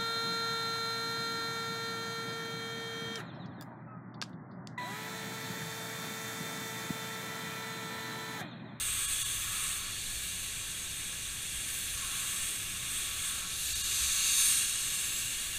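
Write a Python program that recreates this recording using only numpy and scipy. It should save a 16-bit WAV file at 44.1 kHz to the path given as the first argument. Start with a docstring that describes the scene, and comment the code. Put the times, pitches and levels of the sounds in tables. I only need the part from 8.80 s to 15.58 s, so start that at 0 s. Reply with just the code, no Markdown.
"""A steady hiss with four tiny stutters: a compressed-air spray gun painting a car panel in a workshop.
The jet is turbulent noise with fixed resonances. Its narrow beams sweep past, and short reflections
off panel, hand and paint cup comb it as the gun moves. Near the end the gun swings close to the
microphone, with one low thump. Air buffets the microphone softly; machines rumble and hum behind."""
import sys
import numpy as np
from scipy.fft import rfft, irfft, next_fast_len
from scipy.io import wavfile
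from scipy.ndimage import map_coordinates

SR = 44100
rng = np.random.default_rng(int(sys.argv[2]) if len(sys.argv) > 2 else 0)


def master_out(mix):
    """Clip the mix to full scale and print it as 16-bit PCM to the path in sys.argv[1]."""
    frames = np.transpose(np.atleast_2d(mix))
    ceiling = np.clip(frames, -1, 1)
    pcm = np.round(ceiling * 32767).astype(np.int16)
    wavfile.write(sys.argv[1], SR, pcm)


N = 298998
TIME = np.arange(N) / SR
HZ = np.maximum(np.fft.rfftfreq(next_fast_len(N), 1 / SR), 1)

# peaks in the hiss: (centre [Hz], width [Hz], gain [dB])
HISS_PEAKS = [(1115, 152, 12), (1326, 170, 10), (1670, 323, 8), (2408, 574, 8), (2827, 216, 7.5),
              (3360, 363, 10), (3760, 437, 10.5), (4265, 290, 8), (4593, 210, 5.5), (5830, 250, 1.5),
              (6430, 500, 6.5), (7640, 470, 4.5), (8320, 570, 4.5), (9290, 1000, 3.5), (10680, 430, 5.5),
              (11580, 320, 6), (12110, 360, 4.5), (14300, 740, 4.5)]
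# gun lifted from panel towards microphone: (time [s], lift [0-1])
GUN_LIFT = [(4.4, 0.02), (4.8, 0.35), (5.3, 0.73), (5.75, 0.7), (6.2, 0.55), (6.5, 0.7), (6.78, 0.6)]


def spray(sputter_db, sputter_hz, flutter_db, flutter_hz):
    """The jet beams its treble, so each register follows rush, nearness and aim by its own shares."""
    # level curves, used about their means: (time [s], level [dB])
    rush = [(0, -51.9), (0.55, -54), (0.72, -46.5), (1.1, -51), (1.2, -59), (3.13, -59.5), (3.22, -47),
            (3.8, -56.5), (4.65, -50.5), (4.78, -60), (5.0, -59.5), (5.12, -52), (5.68, -54), (5.95, -56),
            (6.78, -55.5)]   # air spreading over the panel
    nearness = [(0, -43), (0.35, -42), (1.15, -43.5), (2.5, -45), (3.55, -42), (4.0, -43.5), (4.65, -42),
                (4.85, -38), (5.2, -34.5), (5.38, -33.5), (5.62, -31), (5.9, -38.5), (6.35, -40.5),
                (6.78, -43)]   # gun to microphone
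    aim = [(0, -36), (0.28, -34.5), (0.68, -40), (0.86, -35.5), (1.08, -45), (1.48, -41.5), (1.66, -43.5),
           (2.55, -43), (2.92, -39), (3.22, -40.5), (3.68, -37), (3.8, -42.5), (4.02, -44), (4.17, -36.5),
           (4.33, -43), (4.48, -35.5), (4.65, -47), (4.85, -40.5), (5.0, -41), (5.2, -36.5), (5.42, -38),
           (5.62, -29.5), (5.7, -28.5), (5.88, -37.5), (6.78, -41)]   # treble beamed as the wrist turns
    top_hiss = [(0.0, -45), (0.02, -48.5), (0.98, -50), (1.05, -58), (1.45, -52), (1.74, -56.5),
                (2.83, -57), (2.96, -47), (3.19, -55), (3.51, -49), (4.02, -55), (4.14, -51), (4.57, -53),
                (4.65, -58), (4.85, -50), (5.12, -52), (5.7, -44), (5.97, -55), (6.4, -48), (6.53, -53),
                (6.67, -51), (6.78, -53)]   # above 12 kHz
    # rush, body, edge, hiss, sizzle, top:
    # (mean level [dB], shares [ratio] of rush, nearness, aim, top hiss, stutter depth)
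    registers = [(-56.5, 0.9, 0.21, 0, 0, 1.2), (-42, 0.091, 0.21, 0.3, 0.044, 1),
                 (-42.5, 0, 0.96, 0.068, 0.078, 0.95), (-41, 0, 0, 0.99, 0.021, 0.56),
                 (-48.5, 0, 0.56, 0.46, 0.091, 1.1), (-48.5, 0, 0, 0, 1, 1.2)]
    # register boundaries: (frequency [Hz])
    crossovers_hz = [1500, 4000, 7400, 10000, 12400]
    breakup_db = sputter_db * drift(sputter_hz)   # uneven paint break-up shakes the whole jet
    jet = reflections(beams(nozzle()))
    moves_db = np.array(in_time(rush) + in_time(nearness) + in_time(aim) + in_time(top_hiss))
    moves_db -= moves_db.mean(axis=1, keepdims=True)
    bands = np.diff([low_pass(hz, order=24) for hz in crossovers_hz], axis=0, prepend=0, append=1)
    heights = np.linspace(0, 1, len(bands))
    steady, broken = np.zeros((2, N))
    for band, height, (mean_db, *shares, stutter_share) in zip(bands, heights, registers):
        level_db = mean_db + np.dot(shares, moves_db) + breakup_db + flutter_db * drift(flutter_hz)
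        register = from_db(level_db) * rms_one(filtered(jet, band))
        steady += register
        broken += register * stutter(stutter_share, height)
    return broken + thin_tones(steady, width_hz=52, gain_db=8.0, top_hz=9800)


def nozzle():
    """Turbulent noise in the gun's resonances; close up, its ring stands out and the hollows deepen."""
    # broad jet spectrum: (frequency [Hz], relative level [dB])
    jet_spectrum = [(300, -31), (900, -17), (1020, -18.5), (1100, -10.5), (2000, -10.5), (3000, -9),
                    (5000, -14.5), (7000, -6.5), (9500, -2.5), (9950, -10), (13000, -9), (15000, -7)]
    # colour at full lift: (centre [Hz], width [Hz], gain [dB])
    close_ring = [(1670, 120, 0), (1980, 350, -3), (2760, 200, 4.5), (3800, 200, 5), (4850, 180, -0.5),
                  (5700, 220, -2), (11230, 350, -4), (11800, 320, 2.5), (14300, 800, 0)]
    lift, = in_time(GUN_LIFT)
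    far = noise(from_db(over_hz(jet_spectrum) + bells(HISS_PEAKS)))
    close = filtered(far, from_db(bells(close_ring)))
    return far + lift * (close - far)


def beams(jet):
    """As the wrist turns, each passing beam (+) or gap (-) briefly lifts or hollows one band."""
    # passes over the microphone: (time [s], half width [s], centre [Hz], width [Hz], gain [dB])
    passes = [(.03, .17, 7300, 250, -8), (.15, 0.13, 10400, 1200, -7), (.42, 0.12, 3450, 280, 4.5),
              (.8, .2, 3400, 400, -1), (.47, .13, 4940, 400, -6), (.54, 0.18, 8260, 400, -8),
              (1.25, .22, 4350, 700, 4.5), (2.73, 0.29, 5540, 1200, 2), (3.13, 0.26, 8300, 700, -5),
              (4.33, 0.17, 3400, 400, 2), (4.74, 0.14, 10460, 1200, 5.5), (4.86, .09, 12900, 900, 6),
              (5.28, .1, 6000, 300, 4), (5.47, 0.12, 11400, 300, -5), (5.95, .3, 7150, 250, 3.5),
              (6.1, .16, 10550, 350, -5), (6.25, 0.43, 2770, 150, 2), (6.7, .13, 8320, 300, -8),
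              (5.33, .12, 10900, 350, 5), (5.46, 0.18, 5500, 900, -2.5), (5.58, .1, 10100, 450, 6.5),
              (5.63, .11, 7600, 700, -5), (5.78, 0.063, 8300, 500, 2.5), (6.08, 0.26, 8880, 330, -7),
              (6.38, .11, 7760, 500, 4.5), (5.58, .08, 12200, 400, 4), (5.62, .09, 9130, 400, 3),
              (6.22, .13, 9350, 350, 3), (6.33, .1, 10800, 400, 6), (6.36, .07, 8550, 550, -5),
              (6.02, .14, 8400, 300, 2.5), (5.88, .06, 6060, 300, 4)]
    return jet + sum(swell(at_s, half_s) * filtered(jet, from_db(bells([band])) - 1)
                     for at_s, half_s, *band in passes)


def reflections(jet, sway_ms=0.13, sway_hz=0.23):
    """Near surfaces comb the jet in passing; far ones add a fine sliding ripple."""
    # panel, hand, cup in line with the jet: (time [s], half width [s], delay [ms], signed gain [ratio])
    glints = [(.39, 0.28, 0.53, -.12), (.57, 0.15, 0.72, -0.15), (1.3, 0.13, 0.55, 0.086),
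              (1.62, .4, 0.56, -0.089), (3.87, 0.2, 0.36, 0.16), (4.98, 0.16, 0.696, 0.14),
              (4.98, 0.28, 0.237, 0.12), (5.19, 0.12, 0.73, -0.15), (5.38, 0.097, 0.47, 0.1),
              (5.58, 0.12, 0.81, .22), (5.73, 0.089, 0.27, -0.13), (5.88, 0.088, 0.73, 0.19),
              (5.91, 0.33, 0.95, 0.17), (6.42, .26, 0.832, -.1), (6.72, 0.17, 0.78, -0.2),
              (4.92, 0.091, .86, -.11), (5.03, .06, .355, -.12), (5.53, 0.11, 1.02, -0.12),
              (5.55, .12, 1.1, .13), (5.72, 0.076, .595, 0.037), (5.85, .15, 0.81, -0.1),
              (6.1, .15, .61, 0.06), (6.32, .07, 0.8, 0.12), (6.37, .08, 0.41, 0.089)]
    # far workshop surfaces: (delay [ms], gain [ratio])
    walls = [(4.7, 0.14), (8.3, 0.14), (13.1, 0.15)]
    shift_ms = sway_ms * drift(sway_hz)   # unsteady hand
    out = jet.copy()
    for at_s, half_s, delay_ms, gain in glints:
        echo = filtered(jet, np.exp(-2j * np.pi * HZ * delay_ms / 1000))
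        out += gain * swell(at_s, half_s) * echo
    for k, (delay_ms, gain) in enumerate(walls):
        path_ms = delay_ms + shift_ms * (-1) ** k
        out += gain * map_coordinates(jet, [np.arange(N) - path_ms * SR / 1000], order=3)
    return out


def stutter(share, height=0, spread=1):
    """Gain with four brief dips; height blends their depth from mid (0) to top (1)."""
    # dips at share 1, spread 1: (time [s], half width [s], mid depth [dB], top depth [dB])
    dips = [(.271, .007, 14, 13), (.441, .0065, 18, 9), (4.943, .006, 19, 15), (5.029, .006, 19, 14)]
    depth_db = sum((mid_db + height * (top_db - mid_db)) * swell(at_s, spread * half_s)
                   for at_s, half_s, mid_db, top_db in dips)
    return from_db(-share * depth_db)


def thin_tones(jet, width_hz, gain_db, top_hz):
    """Thin tones sound during each brief dip in the hiss."""
    narrow = bells([(hz, width_hz, 1) for hz, _, _ in HISS_PEAKS]) * low_pass(top_hz, order=12)
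    return from_db(gain_db) * filtered(jet, narrow) * (1 - stutter(1))


def thump(at_s, hz, level_db, attack_s, t60_s):
    """One soft, deep knock as the gun swings up: a damped sine."""
    age_s = np.maximum(TIME - at_s, 0)
    envelope = from_db(level_db - 60 * age_s / t60_s) * (1 - np.exp(-age_s / attack_s))
    return envelope * np.sin(2 * np.pi * hz * age_s)


def buffets(width_hz):
    """Air puffs on the microphone: short swells of deep noise."""
    # (time [s], half width [s], centre [Hz], rms at crest [dB])
    puffs = [(.28, .06, 68, -50), (.6, 0.054, 64, -47.5), (.92, .1, 24, -54), (1.33, .07, 22, -47),
             (2.5, .04, 28, -51), (2.77, 0.021, 42, -46), (3.2, .35, 55, -55.5), (4.3, .1, 61, -56),
             (4.95, 0.15, 60, -48.5), (5.29, .04, 24, -48)]
    return sum(from_db(db) * swell(at_s, half_s) * noise(bells([(hz, width_hz, 1)]))
               for at_s, half_s, hz, db in puffs)


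def workshop(level_db, top_hz, steady_hz):
    """Dull rumble of machines and moving air; above steady_hz it dips with the hiss."""
    # (frequency [Hz], relative level [dB])
    shop_spectrum = [(10, 6), (30, 5.5), (68, -2), (82, -0.5), (110, -0.5), (142, -1.5), (165, -0.5),
                     (210, -6), (300, -8), (400, -10), (520, -12.5), (750, -14.5), (1000, -16)]
    air = from_db(level_db) * noise(from_db(over_hz(shop_spectrum)) * low_pass(top_hz, order=8))
    rumble = filtered(air, low_pass(steady_hz))
    return rumble + (air - rumble) * stutter(1.3, spread=1.5)


def motors(turn_db):
    """Motor and mains hum, wandering in pitch and level, fading as the painter turns away."""
    # (frequency [Hz], rms at zero lift [dB], wander [Hz], waver [dB])
    hum_lines = [(65.6, -59, 4.02, 3), (100.1, -59.5, 0.26, 1.5), (125, -65, 4, 5), (180, -69, 1.5, 4),
                 (242, -74, 1.34, 4)]
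    lift, = in_time(GUN_LIFT)
    out = np.zeros(N)
    for hz, db, wander_hz, waver_db in hum_lines:
        phase = 2 * np.pi * np.cumsum(hz + wander_hz * drift(rate_hz=2.98)) / SR
        out += np.sqrt(2) * np.sin(phase) * from_db(db + waver_db * drift(rate_hz=3.5))
    return out * from_db(turn_db * lift)


def from_db(db):
    """Decibels to gain."""
    return 10 ** (np.asarray(db) / 20)


def rms_one(x):
    """Scale to unit rms."""
    return x / np.sqrt(np.mean(x ** 2) + 1e-20)


def in_time(rows):
    """List of a curve's value columns at every sample."""
    times_s, *columns = np.transpose(rows)
    return [np.interp(TIME, times_s, column) for column in columns]


def over_hz(points):
    """Spectrum points joined on a log-frequency axis."""
    hz, db = np.transpose(points)
    return np.interp(np.log(HZ), np.log(hz), db)


def bells(rows):
    return sum(peak * .5 ** ((2 * (HZ - hz) / width_hz) ** 2) for hz, width_hz, peak in rows)


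def swell(at_s, half_s):
    """Gaussian in time, height 1."""
    return .5 ** np.minimum(((TIME - at_s) / half_s) ** 2, 60)


def low_pass(edge_hz, order=4):
    """Gain falling above an edge."""
    return 1 / (1 + (HZ / edge_hz) ** order)


def filtered(x, gain):
    """Apply a gain per frequency."""
    size = next_fast_len(N)
    return irfft(rfft(x, size) * gain, size)[..., :N]


def noise(gain):
    """Coloured noise, rms 1."""
    return rms_one(filtered(rng.standard_normal(N), gain))


def drift(rate_hz):
    """Slow random motion, rms 1."""
    return noise(low_pass(rate_hz, order=2))


def scene():
    """Spray gun over the workshop, same in both channels."""
    mono = spray(sputter_db=0.27, sputter_hz=25, flutter_db=0.3, flutter_hz=7.9)
    mono += workshop(level_db=-52, top_hz=1340, steady_hz=190)
    mono += motors(turn_db=-4)
    mono += buffets(width_hz=50)
    mono += thump(at_s=5.215, hz=66, level_db=-31.5, attack_s=.015, t60_s=.18)
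    return np.array([mono, mono])


def record(dry):
    """Steep treble cut."""
    cutoff_hz, ramp_hz = 15370, 100
    return filtered(dry, np.clip((cutoff_hz - HZ) / ramp_hz, 0, 1))


dry = scene()
out = record(dry)
master_out(out)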